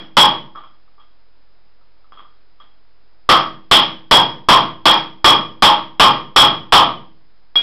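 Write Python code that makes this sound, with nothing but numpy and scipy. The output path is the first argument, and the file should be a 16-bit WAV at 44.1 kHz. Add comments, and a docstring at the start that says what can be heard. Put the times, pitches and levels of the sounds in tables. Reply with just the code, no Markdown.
"""Hammering a bearing into a wheel

A hammer drives a steel socket onto the bearing of an alloy wheel, on carpet in a narrow hallway.
We hear one blow, light taps as the socket is set straight, ten more blows, and a clink as it is
lifted off. Each blow is a knock of steel on steel that makes the wheel clank and the socket ping.
The hallway echoes, and the blows overload a small recorder with a low sampling rate."""
import sys
import numpy as np
from scipy import signal
from scipy.fft import rfft, irfft
from scipy.io import wavfile

SR = 44100
rng = np.random.default_rng(int(sys.argv[2]) if len(sys.argv) > 2 else 0)


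def persist_wave(psi):
    """Save psi, clipped to +-1, as 16-bit WAV."""
    counts = np.round(np.clip(psi, -1, 1) * 32767).astype(np.int16)
    wavfile.write(sys.argv[1], SR, np.atleast_2d(counts).T)


N = 336042

# The wheel's ringing tones: f/Hz, level/dB, t60/s (the time to fade by 60 dB)
WHEEL_TONES = [(523, -11, .05), (640, -6.5, 0.082), (782, -4, .07), (836, -0.5, 0.18), (860, -4, .06),
               (920, -1, .08), (953, -4, .06), (1002.5, -8.5, 0.054), (1057, -4.5, .08), (1077, -3.5, 0.14),
               (1113.3, -1, 0.054), (1162.3, -2, .08), (1207, -4, 0.11), (1192, -3, 0.066),
               (1293, -5.5, .08), (1308, -4, .07), (1363, -8.5, 0.065)]
# The socket's side tones, which keep their pitch beside its main tone: f/Hz, level/dB, t60/s
SOCKET_TONES = [(2420, -21.5, 0.14), (3070, -14.5, .06), (3276, -7, 0.2), (5077, -20.5, .03)]


def blows():
    """Full hammer blows. 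The more firmly the socket sits, the lower and shorter its ping."""
    # t/s, clank level/dB, clank centre/Hz, ping level/dB, seating (0 bounces free, 1 stays pressed in)
    hits = [(-0.21, -19.5, 990, -8.5, 0), (0.169, -7, 1017, -4.5, 0), (3.2906, -7.5, 1195, -12.5, 0.74),
            (3.713, -13, 1024, -4.5, 0.45), (4.1117, -8, 930, -5.5, 0.01), (4.4869, -4.5, 1084, -8, 0.68),
            (4.8557, -11.5, 970, -8, 0.3), (5.2443, -6.5, 1170, -5.5, 0), (5.623, -6.5, 925, -7, 0.63),
            (5.9971, -5.5, 1096, -7.5, 1), (6.3618, -5.5, 1093, -2.5, 0.09),
            (6.7232, -3.5, 1062, -5.5, 0.57)]
    out, walls = np.zeros(N), hallway(build_s=0.0033)
    wheel = ringing(WHEEL_TONES, direct_db=-5, build_s=0.023)
    side_tones = ringing(SOCKET_TONES, direct_db=-10, build_s=0.005)
    knock_db = -9.4  # every swing lands about equally hard
    for s, clank_db, clank_hz, ping_db, seating in hits:
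        ping_hz = 3306 - 125 * seating ** 3
        width_hz = 48 + 219 * seating
        add(out, s, from_db(knock_db) * knock(crack_db=-6.5, contact_hz=9100))
        add(out, s, from_db(clank_db) * clank(wheel, clank_hz, focus_db=20))
        add(out, s, from_db(ping_db) * ping(walls, side_tones, ping_hz, width_hz))
    return out


def knock(crack_db, contact_hz):
    """Steel on steel: a crack, a brief ring of the hub, then echoes. A lower contact_hz is duller."""
    # Tone colour of the knock: f/Hz, level/dB
    spectrum = [(40, -25), (90, -19), (140, -8), (220, -3), (450, -2), (700, 3), (1300, 5.5), (1750, 0.5),
                (2600, -5.5), (3150, -3.5), (3850, -10), (5300, -2), (7000, -14.5)]
    # Tones that linger between the hallway's walls (standing waves): f/Hz, level/dB, t60/s
    room_tones = [(140, -27, .9), (191.7, -24.5, 0.86), (322, -11.5, 0.67)]
    t = np.arange(SR) / SR
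    crack = coloured(rng.standard_normal(SR), spectrum) * np.exp(-t / 0.0045)
    direct = unit_level(crack) + unit_level(dying_sine(hz=1197, t60=0.02))
    echoes = unit_level(hallway(build_s=0.0011, spectrum=spectrum))
    boom = sum(from_db(db) * dying_sine(hz, t60) for hz, db, t60 in room_tones)
    lowpass = signal.butter(4, contact_hz, fs=SR, output="sos")
    return signal.sosfilt(lowpass, from_db(crack_db) * direct + echoes + boom)


def clank(wheel, centre_hz, focus_db):
    """Every hit rings the same wheel tones; where it lands favours those near centre_hz."""
    octaves_away = np.abs(np.log2(np.array(WHEEL_TONES)[:, 0] / centre_hz))
    levels_db = -focus_db * np.minimum(octaves_away, 0.5) + rng.normal(0, 1.2, len(wheel))
    signs = rng.choice([-1, 1], len(wheel))
    return unit_level((from_db(levels_db) * signs) @ wheel)


def ping(walls, side_tones, hz, width_hz):
    """The socket rings with one main tone, plus side tones whose strength varies from hit to hit."""
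    t60 = np.log(1000) / (np.pi * width_hz)  # a wider tone dies sooner
    main = in_hallway(dying_sine(hz, t60), walls, direct_db=-15)
    side_gains = from_db(rng.normal(0, 5.4, len(side_tones)))
    return unit_level(main + side_gains @ side_tones)


def touches():
    """Light, duller taps leave the loosely held socket free to ring; harder ones knock and ping more."""
    # t/s, clank level/dB, hardness (0 a nudge of the hub, 1 a crisp tap on the socket)
    taps = [(0.551, -45, 0.3), (0.558, -42.5, 0.75), (0.575, -40, .65), (0.637, -49, 0.8), (0.876, -67, .3),
            (0.981, -58, 0.5), (0.999, -57.5, 0.98), (1.812, -70, .4), (2.043, -63.5, .25),
            (2.122, -49.5, 0.82), (2.173, -50.5, 0.97), (2.194, -47, .75), (2.249, -54, .2),
            (2.601, -51, 0.98)]
    out, walls = np.zeros(N), hallway(build_s=0.008)
    wheel = ringing(WHEEL_TONES, direct_db=2, build_s=0.0018)
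    side_tones = ringing(SOCKET_TONES, direct_db=2, build_s=0.003)
    for s, clank_db, hardness in taps:
        softness = 1 - hardness
        knock_db = clank_db - 5 - 23 * softness
        ping_db = clank_db - 3 - 30 * softness
        add(out, s, from_db(knock_db) * knock(crack_db=-28, contact_hz=2500))
        add(out, s, from_db(clank_db) * clank(wheel, centre_hz=1249, focus_db=34))
        add(out, s, from_db(ping_db) * ping(walls, side_tones, hz=3287, width_hz=87))
    return out


def clink(swell_s):
    """The lifted socket bumps the hammer. Its almost pure tone swells as the nearest walls return it."""
    # The bump against the hammer head: t/s, knock level/dB, ring level/dB
    bump = (7.556, -33, -13)
    # The socket's tones when it is free of the hub: f/Hz, level/dB, t60/s
    free_tones = [(2406, -26, .25), (3047, -26, .1), (3296, 0, .14), (3472, -24, .1), (5093, -34, .1)]
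    s, knock_db, ring_db = bump
    out = np.zeros(N)
    swell = 1 - np.exp(-np.arange(SR) / SR / swell_s)
    ring = ringing(free_tones, direct_db=16, build_s=0.004).sum(axis=0) * swell
    add(out, s, from_db(knock_db) * knock(crack_db=-2, contact_hz=7000))
    add(out, s, from_db(ring_db) * unit_level(ring))
    return out


def ringing(tones, direct_db, build_s):
    """Struck metal, one row per tone: each fades away, heard directly and by way of the walls."""
    walls = hallway(build_s)
    return np.array([from_db(db) * in_hallway(dying_sine(hz, t60), walls, direct_db)
                     for hz, db, t60 in tones])


def dying_sine(hz, t60):
    """One second of a pure tone that fades by 60 dB every t60 seconds."""
    t = np.arange(SR) / SR
    return np.sin(2 * np.pi * hz * t) * from_db(-60 * t / t60)


def hallway(build_s, spectrum=((1, 0), (SR, 0))):
    """One second of echoes: they build up between close walls, then each band fades at its own rate."""
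    # How long the hallway rings: f/Hz, t60/s
    ring_times = [(60, 0.33), (140, 0.65), (280, 0.51), (700, 0.38), (1200, 0.32), (1900, .37),
                  (3300, 0.34), (5000, 0.32)]
    t, hz = np.arange(SR) / SR, np.fft.rfftfreq(SR, 1 / SR)
    noise_spectrum = np.exp(2j * np.pi * rng.random(len(hz))) * from_db(at_hz(spectrum, hz))
    centres, t60s = np.transpose(ring_times)
    out = np.zeros(SR)
    for band, t60 in zip(np.eye(len(centres)), t60s):
        share = at_hz(np.column_stack([centres, band]), hz)  # overlapping bands that add up to one
        out += irfft(noise_spectrum * share, SR) * from_db(-60 * t / t60)
    return out * (1 - np.exp(-t / build_s))


def in_hallway(sound, walls, direct_db):
    """A sound, direct_db louder than its echoes, mixed with them and scaled to an energy of 1."""
    echoes = signal.fftconvolve(sound, walls)[:SR]
    heard = echoes / np.linalg.norm(echoes) + from_db(direct_db) * sound / np.linalg.norm(sound)
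    return heard / np.linalg.norm(heard)


def background(hiss_db):
    """Faint, steady hiss, hum and a thin electronic whine."""
    # Tone colour of the hiss: f/Hz, level/dB
    spectrum = [(20, -3.5), (60, -5.5), (130, -0.5), (400, 1), (1200, -1.5), (3000, -9), (5000, -8),
                (5600, -15)]
    # Hum and whine: f/Hz, level/dB
    steady_tones = [(43.1, -63.5), (99, -74.5), (4969, -74)]
    t = np.arange(N) / SR
    hiss = coloured(rng.standard_normal(N), spectrum)
    tones = sum(from_db(db) * np.sqrt(2) * np.sin(2 * np.pi * hz * t) for hz, db in steady_tones)
    return from_db(hiss_db) * hiss / hiss.std() + tones


def from_db(db):
    """Turn decibels into a number to multiply by."""
    return 10 ** (np.asarray(db) / 20)


def at_hz(points, hz):
    """Read between the rows of a table, giving every octave equal room."""
    known_hz, values = np.transpose(points)
    return np.interp(np.log(np.maximum(hz, 1)), np.log(known_hz), values)


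def coloured(noise, spectrum):
    """Give a noise the tone colour in a table."""
    hz = np.fft.rfftfreq(len(noise), 1 / SR)
    return irfft(rfft(noise) * from_db(at_hz(spectrum, hz)), len(noise))


def unit_level(sound):
    """Scale a sound so its first tenth of a second has an average (rms) level of 1."""
    return sound / np.sqrt(np.mean(sound[:SR // 10] ** 2))


def add(out, s, sound):
    """Mix a sound in at s seconds; what lies outside the scene is dropped."""
    start = round(s * SR)
    part = sound[max(-start, 0):N - start]
    out[max(start, 0):max(start, 0) + len(part)] += part


def scene():
    """All the sounds at one microphone."""
    return (blows() + touches() + clink(swell_s=0.012) + background(hiss_db=-61.5))[None]


def record(dry, converter_top=0.72, output_top=0.7, edge_hz=5520, offset=0.013, highest_hz=16000):
    """The recorder overloads at a quarter of the sample rate, so the ping's overtones fold down lower."""
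    slow = signal.resample_poly(dry, 1, 4, axis=1) + offset
    pulses = np.zeros_like(dry)
    pulses[:, ::4] = 4 * np.clip(slow, -converter_top, converter_top)  # clipped, back at the full rate
    smoothing = signal.firwin(129, edge_hz, window=("kaiser", 7), fs=SR)
    smooth = signal.fftconvolve(pulses, smoothing[None], "same")
    clipped = np.clip(smooth, -output_top, output_top)  # peaks that overshoot are cut off again
    lowpass = signal.ellip(10, 0.1, 80, highest_hz, fs=SR, output="sos")
    return signal.sosfilt(lowpass, clipped)


dry = scene()
out = record(dry)
persist_wave(out)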